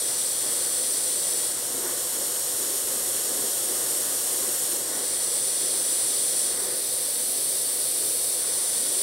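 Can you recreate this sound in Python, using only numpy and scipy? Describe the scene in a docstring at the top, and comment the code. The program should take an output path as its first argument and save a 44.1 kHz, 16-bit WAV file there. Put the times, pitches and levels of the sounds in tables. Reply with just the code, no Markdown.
"""Airbrush on a metal panel

An airbrush blows steadily at a pressed metal panel, close up in a small workshop. The nozzle hisses,
the jet splashes on the sheet and rushes in gusts over its ribs and holes. As the hands move, the gap
between hand and panel recolours the hiss. An extractor fan drones behind."""
import sys
import numpy as np
from scipy import signal
from scipy.io import wavfile
from scipy.ndimage import uniform_filter1d

SR = 44100
rng = np.random.default_rng(int(sys.argv[2]) if len(sys.argv) > 2 else 0)


def persist_wave(psi):
    """Save psi, clipped to +-1, as 16-bit WAV."""
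    counts = np.round(np.clip(psi, -1, 1) * 32767).astype(np.int16)
    wavfile.write(sys.argv[1], SR, np.atleast_2d(counts).T)


N = 397782

# tone of each layer: f/Hz, level/dB
FAN_TONE = [(20, -24), (90, -14.5), (180, -14), (260, -9), (380, -11.5), (490, 0.5), (590, -1.5), (720, -7),
            (850, -13.5), (2000, -52)]
BUFFET_TONE = [(80, -47), (180, -14.5), (250, -4.5), (350, 2), (430, 0.5), (560, -2.5), (750, -15),
               (1500, -46)]
RUSH_TONE = [(100, -11), (400, -3.5), (800, -0.5), (1100, 0), (1400, -0.5), (1950, 1), (2300, -6),
             (3500, -52)]
SPRAY_TONE = [(8000, -31), (10500, 0.5), (11400, 3), (13000, -2), (14400, -3.5), (15700, -5.5)]
SPLASH_TONE = [(600, -25), (1600, -12.5), (2100, -8), (2950, -3.5), (3400, -2), (5000, 0), (7500, 3),
               (10000, 0.5), (15000, -29)]
NOZZLE_TONE = [(6500, -26), (7450, -13.5), (7950, -1), (8900, 2.5), (10000, -2.5), (10700, -8),
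               (12000, -31.5), (15000, -40)]
# ring of the fan duct and bench: f/Hz, width/Hz, gain/dB
DUCT_MODES = [(33, 9, 0), (59, 8.3, -1), (124, 28, 7), (260, 12, 3), (278, 24, -1), (352, 18, 3.5),
              (374, 18, 0), (400, 26, 3.5), (438, 22, -1.5), (499, 56, 3.5), (586, 30, 2), (690, 21, -7),
              (722, 33, 5), (920, 72, 2.5), (1084, 61, 5), (1236, 30, 4.5), (1464, 27, 4.5)]
# stereo width: f/Hz, side minus mid/dB
STEREO_WIDTH = [(60, -29), (170, -18), (340, -25), (540, -20), (750, -10), (1300, -19.5), (2400, -11),
                (3300, -22), (4400, -14), (5200, -11.5), (6400, -7.5), (9300, -27.5), (11000, -11.5),
                (13300, -59)]
# nozzle heights: low (-1, near the lower edge), middle (0), raised (1, hand cupped behind it)
HEIGHTS = [-1, 0, 1]
# peaks and hollows between hand and sheet: f/Hz, width/Hz, gain/dB at low, middle, raised
GAP_MODES = [(1980, 230, 0.5, 2, -1), (2370, 490, -0.5, -1.5, -4), (2664, 110, -5, -8.5, -2),
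             (3060, 300, -1, -2, 1), (3325, 180, 2.5, 5.5, 2.5), (3695, 230, 6, 4.5, 0),
             (4400, 640, 6.5, 5, 1), (4980, 380, 2.5, 2, -1.5), (5770, 750, 2.5, 3.5, 4),
             (6370, 300, -5.5, -1, -1.5), (6780, 350, 0, 1, 4.5), (7550, 350, 0, 0.2, 2),
             (7900, 210, 2.5, 4, 0), (8470, 450, 4.5, 3.5, 2.5), (9190, 370, 4, 1, -2.5),
             (9670, 600, 7, 4, 1), (10120, 240, 1, 4.5, 0), (10470, 450, 6, -1.5, -1.5),
             (11600, 410, 0.5, -5, 0.5), (14350, 600, 1, 1, -1), (15050, 800, 1, -1, -5)]
# notch cut by the sheet's reflection: f/Hz at low, middle, raised
NOTCH_HZ = [7040, 6680, 6080]
# fader of each air layer: level/dB at low, middle, raised (flow at 0 dB), dB gained per dB of flow
BUFFET_LEVEL = (-49, -48.5, -48, 0.4)
RUSH_LEVEL = (-51, -48.5, -46, -0.1)
SPRAY_LEVEL = (-33.5, -36.5, -33, 1)
SPLASH_LEVEL = (-35, -33.5, -34, 0.72)
NOZZLE_LEVEL = (-27, -25.5, -28.5, 1.14)
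# the jet catches a rib or a hole: peak t/s, length/s, buffet level/dB, rush level/dB
GUSTS = [(.1, 0.11, -47.5, -50), (.5, .2, -48, -50), (1.76, 0.089, -45, -62), (1.873, 0.13, -43.5, -44),
         (2.218, 0.13, -43, -56), (2.647, .16, -45, -58), (2.96, .1, -42, -46), (3.38, 0.16, -41.5, -47.5),
         (3.755, 0.17, -43, -52), (4.09, 0.096, -46, -48), (4.466, 0.068, -42.5, -55),
         (4.75, 0.087, -41, -54), (4.97, 0.14, -42.5, -45), (5.72, .22, -45.5, -52), (6.64, 0.17, -42, -45),
         (8.048, 0.073, -44.5, -56), (8.9, 0.16, -47.5, -63)]
# the hands move to a spot and hold it; the finger eases the trigger, then presses it home again:
# t/s, travel/s, height, easing/s, eased by/dB, pressing time constant/s, full flow/dB,
# nozzle tilt/(dB per octave), left minus right/dB
STROKES = [(0, .05, 0.18, .05, .9, 0.9, -0.29, -1, .75), (1.41, 0.33, 0.99, 0.16, 2.9, .9, 0.11, 2.4, 0.38),
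           (4.75, 0.38, 0.019, 0.089, 3.7, 0.51, .4, 3.3, .1),
           (6.47, .32, -0.86, 0.064, 2.7, 0.8, 0.27, -1, .1),
           (8.31, 0.15, -0.19, 0.13, 2, 0.32, .6, 9, .05)]

FRAME, HOP = 4096, 1024  # samples
FREQS = np.maximum(np.arange(FRAME // 2 + 1) * SR / FRAME, 1)[:, None]
TIMES = np.arange(N // HOP + 2) * HOP / SR


def undb(db):
    """Decibels to gain."""
    return 10 ** (np.asarray(db) / 20)


def colour(points):
    """An EQ curve in dB, joined on a log-frequency axis."""
    hz, db = np.transpose(points)
    return np.interp(np.log(FREQS), np.log(hz), db)


def bell(hz, width_hz):
    """An EQ bell of height 1, width taken at half height."""
    return .5 ** ((2 * (FREQS - hz) / width_hz) ** 2)


def ramp(start_s, length_s):
    """A straight fade from 0 to 1, frame by frame."""
    return np.clip((TIMES - start_s) / length_s, 0, 1)


def flutter(rate_hz):
    """A smooth random wobble of spread 1 that changes about rate_hz times a second."""
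    size = int(SR / rate_hz)
    wobble = uniform_filter1d(uniform_filter1d(rng.standard_normal(N), size), size)
    return wobble / wobble.std()


def power(shape_db, level_db, band_hz):
    """Power spectrum of a layer whose rms inside its main band follows a fader."""
    spectrum = undb(shape_db) ** 2
    inside = (FREQS > band_hz[0]) & (FREQS < band_hz[1])
    return spectrum / np.mean(spectrum * inside, axis=0) * undb(level_db) ** 2


def turbulence(gain):
    """Fresh noise through a filter that moves frame by frame."""
    frames = dict(nperseg=FRAME, noverlap=FRAME - HOP)
    noise = signal.stft(rng.standard_normal(N), **frames)[2]
    return signal.istft(noise * gain, **frames)[1][..., :N]


def spread(layer, gap_db=0, pan_db=0, lag_s=0):
    """Stereo noise from a power spectrum: a placed direct part, and diffuse sides that fill hollows."""
    sides = np.array([1, -1])[:, None, None]
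    place = undb(sides * pan_db / 2) * np.exp(1j * np.pi * FREQS * sides * lag_s)
    diffuse = undb(colour(STEREO_WIDTH) - 1.2 * gap_db)
    return turbulence(np.sqrt(layer) * place) + turbulence(np.sqrt(layer) * diffuse * sides)


def fader(levels, height, flow_db):
    """Level in dB of an air layer, riding the nozzle's height and the flow."""
    *held_db, slope = levels
    return np.interp(height, HEIGHTS, held_db) + slope * flow_db


def gusty(steady_db, peaks_db, wander_db, wander_hz=5.8):
    """Level in dB of air that wanders with small eddies and swells at each gust."""
    swells = sum(undb(db) ** 2 * .5 ** ((2 * (TIMES - peak_s) / length_s) ** 2)
                 for (peak_s, length_s, *_), db in zip(GUSTS, peaks_db))
    eddies_db = wander_db * np.interp(TIMES, np.arange(N) / SR, flutter(wander_hz))
    return 10 * np.log10(undb(steady_db + eddies_db) ** 2 + swells)


def workshop(sound, t60_s=0.11):
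    """A tight tail of dense reflections from the bench and near walls."""
    t = np.arange(SR // 4) / SR
    tail = rng.standard_normal(len(t)) * np.exp(-np.log(1000) * t / t60_s) * (t > .002)
    return signal.fftconvolve(sound, tail / np.linalg.norm(tail))[:N]


def extractor_fan(duct_db, level_db=-43.5):
    """Power spectrum of the bed: the fan's steady drone through its duct."""
    return power(colour(FAN_TONE) + duct_db, level_db, band_hz=(20, 2000))


def hole_buffet(height, flow_db, duct_db):
    """Power spectrum of the low bluster as spent air buffets the holes."""
    _, _, peaks_db, _ = np.transpose(GUSTS)
    level_db = gusty(fader(BUFFET_LEVEL, height, flow_db), peaks_db, wander_db=1.2)
    return power(colour(BUFFET_TONE) + duct_db, level_db, band_hz=(220, 440))


def rib_rush(height, flow_db, ring_db):
    """Power spectrum of the midrange whoosh as spent air runs over the ribs."""
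    *_, peaks_db = np.transpose(GUSTS)
    level_db = gusty(fader(RUSH_LEVEL, height, flow_db), peaks_db, wander_db=0.63)
    return power(colour(RUSH_TONE) + ring_db, level_db, band_hz=(850, 1900))


def bench_air(height, flow_db, gap_db):
    """The body under the hiss: rush, buffet and fan, all ringing the duct and bench."""
    duct_db = sum(db * bell(hz, width) for hz, width, db in DUCT_MODES)
    rush = rib_rush(height, flow_db, duct_db + gap_db)
    lows = extractor_fan(duct_db) + hole_buffet(height, flow_db, duct_db)
    # the fan stands to the left and reaches that side first; the buffet shares its place
    return spread(rush, pan_db=3.1 * bell(920, 320), lag_s=2.6e-5) + spread(lows, lag_s=8.5e-5)


def hands(tilt_per_flow_db=2.7):
    """Height, air flow, tilt and pan of the nozzle: each stroke takes over from the one before."""
    pose, flow_db = None, None
    for start_s, travel_s, height, ease_s, eased_db, press_s, full_db, tilt, pan_db in STROKES:
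        spot = np.array([[height], [tilt], [pan_db]])
        pressed_db = full_db - eased_db * np.exp(-np.maximum(TIMES - start_s - ease_s, 0) / press_s)
        if pose is None:
            pose, flow_db = spot, pressed_db
        pose = pose + (spot - pose) * ramp(start_s, travel_s)
        flow_db = flow_db + (pressed_db - flow_db) * ramp(start_s, ease_s)
    height, tilt, pan_db = pose
    return height, flow_db, tilt + tilt_per_flow_db * flow_db, pan_db  # more air, brighter hiss


def hand_gap(height, notch_db=-6.0, notch_width_hz=330):
    """Moving EQ in dB: the space between hand and sheet resonates with the nozzle's height."""
    modes_db = sum(np.interp(height, HEIGHTS, db) * bell(hz, width) for hz, width, *db in GAP_MODES)
    # the reflected path lengthens as the nozzle rises, so its notch slides down
    return modes_db + notch_db * bell(np.interp(height, HEIGHTS, NOTCH_HZ), notch_width_hz)


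def airbrush(height, flow_db, gap_db, pan_db, tilt):
    """Narrow hiss of the nozzle, broad splash on the sheet and fine spray on top, wavering together."""
    nozzle_db = fader(NOZZLE_LEVEL, height, flow_db)
    splash_db = fader(SPLASH_LEVEL, height, flow_db)
    spray_db = fader(SPRAY_LEVEL, height, flow_db)
    tilt_db = tilt * np.log2(np.clip(FREQS, 7000, 12000))
    nozzle = power(colour(NOZZLE_TONE) + tilt_db + gap_db, nozzle_db, band_hz=(7800, 10400))
    splash = power(colour(SPLASH_TONE) + gap_db, splash_db, band_hz=(3000, 7400))
    spray = power(colour(SPRAY_TONE) + gap_db, spray_db, band_hz=(11000, 15500))
    # the reflection off the sheet cancels more deeply on the right
    lean_db = 1.8 * bell(2300, 550) + 2.4 * bell(6100, 600) + 0.92 * bell(13000, 900)
    # paint leaves the needle unevenly, so the jet trembles a little
    tremble = undb(.3 * flutter(rate_hz=60))
    return tremble * spread(nozzle + splash + spray, gap_db, pan_db + lean_db)


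def scene(room_db=-15):
    """The mix: the airbrush a touch left of centre, its reflections, and bench air underneath."""
    height, flow_db, tilt, pan_db = hands()
    gap_db = hand_gap(height)
    hiss = airbrush(height, flow_db, gap_db, pan_db, tilt)
    reflections = undb(room_db) * workshop(hiss.mean(axis=0))
    return hiss + reflections + bench_air(height, flow_db, gap_db)


def record(dry, gain_db=-0.72, top_hz=15720):
    """Master trim and a steep high cut."""
    high_cut = signal.ellip(12, .1, 90, top_hz, fs=SR, output="sos")
    return signal.sosfilt(high_cut, undb(gain_db) * dry)


dry = scene()
out = record(dry)
persist_wave(out)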